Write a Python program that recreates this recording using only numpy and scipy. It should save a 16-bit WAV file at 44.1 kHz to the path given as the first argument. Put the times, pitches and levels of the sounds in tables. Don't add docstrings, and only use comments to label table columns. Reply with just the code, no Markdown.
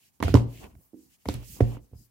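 import sys
import numpy as np
from scipy import signal
from scipy.io import wavfile

SR = 44100
rng = np.random.default_rng(int(sys.argv[2]) if len(sys.argv) > 2 else 0)


def boost_factor(decibels):
    exponent = np.asarray(decibels, float) / 20
    return 10 ** exponent


def master(y):
    cut = np.clip(np.atleast_2d(y).T, -1, 1)
    pcm = np.round(cut * 32767)
    wavfile.write(sys.argv[1], SR, pcm.astype(np.int16))


N = 92610


def rms_one(x):
    return x / np.sqrt(np.mean(x ** 2) + 1e-20)


def drift(rate_hz):
    r = np.exp(-80 * np.pi * rate_hz / SR)
    chance = rng.standard_normal(N // 40 + 2002)
    slow = signal.lfilter([1], [1, -2 * r, r * r], chance)[2000:]
    return np.interp(np.arange(N) / 40, np.arange(len(slow)), rms_one(slow))


def sides(pan_db):
    return boost_factor(np.array([pan_db, -np.asarray(pan_db)]) / 2)


def butter(x, order, hz, kind):
    return signal.sosfilt(signal.butter(order, hz, kind, fs=SR, output="sos"), x)


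def strike(s, db, pan_db, modes, soft_hz, apart=0, scatter_db=4):
    out = 0
    at = (np.asarray(s) * SR).astype(int)
    luck = rng.standard_normal((len(at), len(modes), 2))
    for k, (hz, mode_db, t60) in enumerate(modes):
        clicks = np.full((2, N), 1e-18)
        gains = sides(pan_db + 0 * at) * boost_factor(db + mode_db + scatter_db * luck[:, k, 0])
        late = (apart * luck[:, k, 1] * SR / hz).astype(int)
        clicks[0, at] = gains[0]
        clicks[1, at + late] = gains[1]
        r = boost_factor(-60 / (t60 * SR))
        w = 2 * np.pi * hz / SR
        out = out + signal.lfilter([0, np.sin(w)], [1, -2 * r * np.cos(w), r * r], clicks)
    p = np.exp(-2 * np.pi * soft_hz / SR)
    return signal.lfilter([(1 - p) ** 2], [1, -2 * p, p * p], out)


def dying_noise(s, db, pan_db, t60, band_hz, alike):
    clicks = np.full((2, N), 1e-18)
    clicks[:, (s * SR).astype(int)] = sides(pan_db) * boost_factor(db)
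    envelope = signal.lfilter([1], [1, -boost_factor(-60 / (t60 * SR))], clicks)
    shared, *own = rng.standard_normal((3, N))
    noise = alike * shared + np.sqrt(1 - alike ** 2) * np.array(own)
    return butter(envelope * noise, 1, band_hz, "band")


def coloured(spectrum, alike, patchy_db):
    out = 0
    white = rng.standard_normal((2, 2, N))
    hz, density_db = np.transpose(spectrum)
    bounds = np.geomspace(hz[0], hz[-1], int(2 * np.log2(hz[-1] / hz[0])) + 2)
    for k, (low, high) in enumerate(zip(bounds, bounds[1:])):
        mid, side = butter(white[k % 2], 2, [low, high], "band")
        band_db = np.interp(np.log(low * high) / 2, np.log(hz), density_db)
        stereo = np.sqrt(1 + alike) * mid + np.sqrt(1 - alike) * side * [[1], [-1]]
        out = out + boost_factor(band_db + patchy_db * drift(27)) * stereo
    return rms_one(out)


def stroke(start, length):
    u = (np.arange(N) / SR - start) / length
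    return np.sin(np.pi / 2 * np.clip(np.minimum(u / 0.6, (1 - u) / 0.4), 0, 1))


def quiet_air():
    # f/Hz, density/dB
    air_spectrum = [(15, -47), (25, -1), (293, -9), (545, -25), (840, -12.5), (988, -22), (3520, -26.5),
                    (12500, -23.5), (16000, -18.5)]
    return boost_factor(-70.5) * coloured(air_spectrum, 0.082, 1.2)


def gliding():
    # t/s, length/s, level/dB, rasp level/dB, left-right/dB
    slides = [(-.04, 0.156, -66, -4, -1.5), (0.117, 0.071, -75, -11, -7), (0.221, 0.13, -59.5, 13.5, -5),
              (0.457, 0.22, -60.5, 0.5, 0), (0.491, 0.2, -73.5, -1, -0.5), (0.628, 0.11, -69, -14, 0),
              (1.338, .13, -65.5, 2, -3), (0.723, 0.19, -63, -91.5, -0.5), (0.928, 0.18, -65.5, -15, -0.5),
              (1.081, 0.094, -64.5, -7, -0.5), (1.177, 0.08, -70.5, -6.5, 0.5),
              (1.246, 0.13, -56, -0.5, -3), (1.419, 0.19, -49, -10.5, -5), (1.573, 0.22, -62, 3, -0.5),
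              (1.796, 0.086, -71, -14, 2.5), (1.936, 0.145, -61.5, -23, 4.5)]
    # f/Hz, density/dB
    hiss_spectrum = [(2120, -32), (3600, -16.5), (4210, -9.5), (5330, 2.5), (10700, -7), (16000, 1.5)]
    # f/Hz, density/dB
    rasp_spectrum = [(880, -38), (1500, -11), (2870, -0.5), (4000, -9.5), (5200, -44), (8800, -120)]
    hiss = coloured(hiss_spectrum, 0.031, 1.5)
    rasp = coloured(rasp_spectrum, 0.031, 1.5)
    airy = butter(hiss, 2, 9700, "high")
    body = butter(hiss, 2, 9700, "low")
    out = 0
    for s, length, db, rasp_db, pan_db in slides:
        friction = airy - boost_factor(0.28 * (rasp_db - 1.5)) * body + boost_factor(rasp_db) * rasp
        out = out + sides(pan_db)[:, None] * stroke(s, length) * boost_factor(db) * friction
    return out


def handling():
    # t/s, length/s, level/dB
    shoves = [
        (0.196, 0.32, -30.5),
        (0.503, 0.23, -49),
        (0.706, 0.11, -52),
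        (1.253, 0.19, -40),
        (1.417, 0.39, -45.5),
        (1.89, 0.17, -54.5),
        (0.922, 0.22, -67.5),
        (1.65, 0.21, -52),
    ]
    # f/Hz, density/dB
    rumble_spectrum = [(15, -28), (25, -16.5), (43, 11), (85, 0.5), (114, 3), (300, -8), (390, -55.5),
                       (660, -120)]
    push = sum(stroke(s, length) * boost_factor(db) for s, length, db in shoves)
    return coloured(rumble_spectrum, 0.85, 3.0) * push


def dragging():
    # t/s, length/s, level/dB
    drags = [
        (0.2, 0.11, -39),
        (0.585, 0.1, -45),
        (0.611, 0.15, -60),
        (1.916, 0.051, -69),
        (0.717, 0.2, -72.5),
        (1.224, 0.27, -56.5),
        (1.535, .1, -53),
        (1.607, 0.22, -51.5),
    ]
    # f/Hz, density/dB
    scuff_spectrum = [(120, -26.5), (200, 0), (894, -7), (1630, -24.5), (2270, -13), (3500, -31.5),
                      (4550, -61), (7700, -120)]
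    grains = coloured(scuff_spectrum, 0.031, 1.5) * boost_factor(1.7 * drift(73))
    pull = sum(stroke(s, length) ** 2 * boost_factor(db) for s, length, db in drags)
    return grains * sides(-1.5)[:, None] * pull


def books():
    # t/s, cover snap level/dB, board slap level/dB, block knock level/dB, left-right/dB
    contacts = [(0.2026, -38, -37, -39, -4.5), (0.2063, -60, -45, -40.5, -10.5),
                (0.2266, -24, -23, -26.5, -12.5), (0.2361, -23, -24.5, -26.5, 0),
                (0.2811, -26.5, -27.5, -38, -4), (0.2916, -46.5, -40, -31.5, -3.5),
                (0.3413, -22.5, -30.5, -12, -8), (0.3483, -42, -36.5, -12, -6),
                (0.3534, -21, -22.5, -23, -2), (0.3712, -47.5, -32.5, -33.5, -8.5),
                (0.7528, -78, -62.5, -68, -12), (1.257, -40, -39, -53, 1.5), (1.2612, -64.5, -48.5, -37, 4),
                (1.2873, -20, -30.5, -23, -4), (1.2967, -46, -63, -36.5, 5), (1.3402, -29, -46, -40.5, -3),
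                (1.6046, -39.5, -38.5, -35.5, -13), (1.6073, -28, -29, -16, -2),
                (1.616, -72.5, -54, -53, -11), (1.6388, -56, -60, -33.5, 3), (1.7701, -63.5, -57, -47.5, 0),
                (1.9151, -82, -79, -60.5, -4), (1.9337, -75, -84, -55, -6.5)]
    # f/Hz, level/dB, t60/s
    block_modes = [(192.4, -19, 0.16), (223.3, -20, 0.4), (277.4, -15.5, 0.29), (289.7, -6.5, 0.14),
                   (324.5, -37.5, 0.13), (381.7, -10, 0.15), (457, -24, .12), (458, -9.5, 0.043),
                   (517, -11, .1), (291, -5, 0.041), (431.6, 4, 0.013), (620, -28.5, 0.01),
                   (707, -21, 0.14), (724.5, -27, 0.12)]
    # f/Hz, level/dB, t60/s
    board_modes = [(667, 1, 0.023), (1004, 3, 0.012), (1006, -6, 0.014), (1400, -5, 0.014),
                   (1870, -5.5, 0.013), (2166, -3, 0.01), (3000, -4.5, 0.0055)]
    # f/Hz, level/dB, t60/s
    jacket_modes = [(3920, -7.5, 0.0021), (5700, -18, .006)]
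    s, snap_db, board_db, knock_db, pan_db = np.transpose(contacts)
    knock = strike(s, knock_db, pan_db, block_modes, 1100, apart=0.016)
    boards = strike(s, board_db, pan_db, board_modes, 5200, apart=0.37)
    jacket = strike(s, snap_db, pan_db, jacket_modes, 6300, apart=0.19)
    snap = dying_noise(s, snap_db - 4.5, pan_db, 0.0088, [2500, 6860], 0)
    flutter = dying_noise(s, snap_db - 13, pan_db, 0.18, [900, 4000], 0)
    thud = dying_noise(s, knock_db - 11, pan_db, 0.51, [150, 450], .9)
    return knock + boards + jacket + snap + flutter + butter(thud, 2, 600, "low")


def room(x):
    t60, wall_cut_hz = 0.33, 15000
    x = butter(x, 2, 200, "high")
    out = np.zeros((2, N))
    dull = np.exp(-2 * np.pi * wall_cut_hz / SR)
    lags = (rng.uniform(.009, .035, size=16) * SR).astype(int)
    for k, lag in enumerate(lags):
        loop, state = x.copy(), [0.]
        gain = boost_factor(-60 * lag / SR / t60)
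        for i in range(lag, N, lag):
            back, state = signal.lfilter([gain * (1 - dull)], [1, -dull], loop[i - lag:i], zi=state)
            loop[i:i + lag] += back[:N - i]
        out[k % 2] += (loop - x) * (-1) ** (k // 2)
    return out


def table():
    # t/s, sway level/dB, ring level/dB
    landings = [(0.212, -34, -31.5), (0.246, -16.5, -37.5), (0.257, -17, -27.5), (0.299, -19, -33.5),
                (0.3459, -10, -5.5), (0.3556, -10.5, -15), (0.76, -43, -47.5), (1.266, -29.5, -41.5),
                (1.279, -30, -30.5), (1.294, -25, -41.5), (1.346, -32, -25), (1.611, -31.5, -13),
                (1.6202, -14, -18), (1.927, -38.5, -43), (1.954, -39.5, -53)]
    # f/Hz, level/dB, t60/s
    frame_modes = [(53.7, -10, 0.53), (77.8, -9, 0.1), (88.6, 4.5, 0.061)]
    # f/Hz, level/dB, t60/s
    top_modes = [(117.5, 0, .37), (106, -13, .12), (130, -12, .14)]
    # from t/s, to t/s, level/dB, ease/s
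    palms = [
        (.8, .93, -9, .04),
        (1.77, 1.915, -10, .05),
    ]
    s, sway_db, ring_db = np.transpose(landings)
    pan_db, push_hz = -3.5, 160
    sway = strike(s, sway_db, pan_db, frame_modes, push_hz, apart=.05, scatter_db=0)
    ring = strike(s, ring_db, pan_db, top_modes, push_hz, apart=.13, scatter_db=0)
    t = np.arange(N) / SR
    choke_db = 0
    for a, b, db, ease in palms:
        choke_db = choke_db + np.interp(t, [a, a + ease, b, b + ease / 4], [0, db, db, 0])
    return (sway + ring) * boost_factor(choke_db)


def cracks():
    # t/s, centre f/Hz, width/Hz, level/dB, left-right/dB
    crack_list = [(0.2264, 960, 607, -14, -7), (.229, 2240, 1210, -23.5, -6.5),
                  (0.2255, 3900, 2500, -30, -7.5), (0.226, 11300, 7000, -31, -5.5),
                  (.341, 12000, 3000, -29.5, -4.5), (.3412, 400, 348, -12, -7),
                  (0.3423, 1140, 604, -26.5, -1), (1.2552, 680, 396, -34.5, 0),
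                  (1.2558, 11000, 6000, -45.5, 5), (1.2871, 750, 580, -22.5, -2.5),
                  (1.2874, 10800, 6000, -35, -4.5), (1.606, 430, 300.4, -18, -3),
                  (0.3421, 5130, 2000, -19.5, -8), (0.3516, 6900, 3000, -37.5, -3.5),
                  (.372, 3000, 2500, -33, -1.5), (0.3865, 5430, 2000, -45, -6.5),
                  (0.3955, 2770, 2500, -37, 6), (0.5744, 2630, 900, -46, -6), (0.6415, 2400, 1200, -41, -3),
                  (.752, 1960, 1300, -58, -10), (1.111, 1500, 1500, -67, -3.5),
                  (1.2872, 3860, 1500, -24.5, -1.5), (1.297, 3900, 1180, -36.5, 15),
                  (1.341, 10700, 8000, -32, -1), (1.43, 706, 600, -49, -6), (1.6075, 2000, 1000, -38, 2),
                  (1.768, 940, 764, -40, 4.5), (1.914, 700, 500, -72, 1), (1.938, 700, 600, -73, -5)]
    out = np.zeros((2, N + SR))
    count = 1500
    noise = rng.standard_normal((len(crack_list), 3, count))
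    fade = boost_factor(-60 * np.arange(count) / SR / 0.0086)
    for (s, hz, width, db, pan_db), (shared, *own) in zip(crack_list, noise):
        alike = 1 - (1 - 0.71) * min(hz / 2500, 1)
        burst = fade * (alike * shared + np.sqrt(1 - alike ** 2) * np.array(own))
        r = np.exp(-np.pi * width / SR)
        poles = [1, -2 * r * np.cos(2 * np.pi * hz / SR), r * r]
        tone = signal.sosfilt([[0.9, 0.01, -0.951, *poles]] * 2, burst)
        at = int(s * SR)
        out[:, at:at + count] += sides(pan_db)[:, None] * boost_factor(db) * tone / np.abs(tone).max()
    return out[:, :N]


def far_stack():
    # t/s, level/dB
    nudges = [
        (0.9331, -50.5),
        (0.942, -45.5),
    ]
    # f/Hz, level/dB, t60/s
    hollow_modes = [(204, -12.5, 0.35), (258, -3.5, 0.35), (304.6, 4, 0.19), (323, -1, 0.26),
                    (357, -9, 0.2), (401, -8.5, 0.25), (480, -16, 0.32)]
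    s, db = np.transpose(nudges)
    knocks = strike(s, db, -8.5, hollow_modes, 1200, apart=0.054, scatter_db=1)
    return butter(knocks, 2, 170, "high")


def skim():
    # t/s, length/s, level/dB, f/Hz, width/Hz
    fingertip = (1.93, .13, -71, 5004, 500)
    s, length, db, hz, width = fingertip
    whistle = butter(rng.standard_normal((2, N)), 2, [hz - width / 2, hz + width / 2], "band")
    return boost_factor(db) * stroke(s, length) * rms_one(whistle)


def scene():
    friction = gliding() + dragging() + skim()
    sharp = books() + far_stack()
    echoes = boost_factor(-18.5) * room(sharp.mean(axis=0))
    return quiet_air() + friction + handling() + sharp + echoes + table() + cracks()


def roll_off(x):
    return signal.sosfilt(signal.butter(12, 16820, fs=SR, output="sos"), x)


def record(dry):
    x = butter(dry, 4, 55, "high")
    x = 2.5 * np.tanh(x / 2.5)
    x = signal.sosfilt(signal.ellip(6, .5, 24, 15900, fs=SR, output="sos"), x)
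    x = signal.sosfilt(signal.ellip(10, .5, 70, 16750, fs=SR, output="sos"), x)
    return roll_off(x)


dry = scene()
out = record(dry)
master(out)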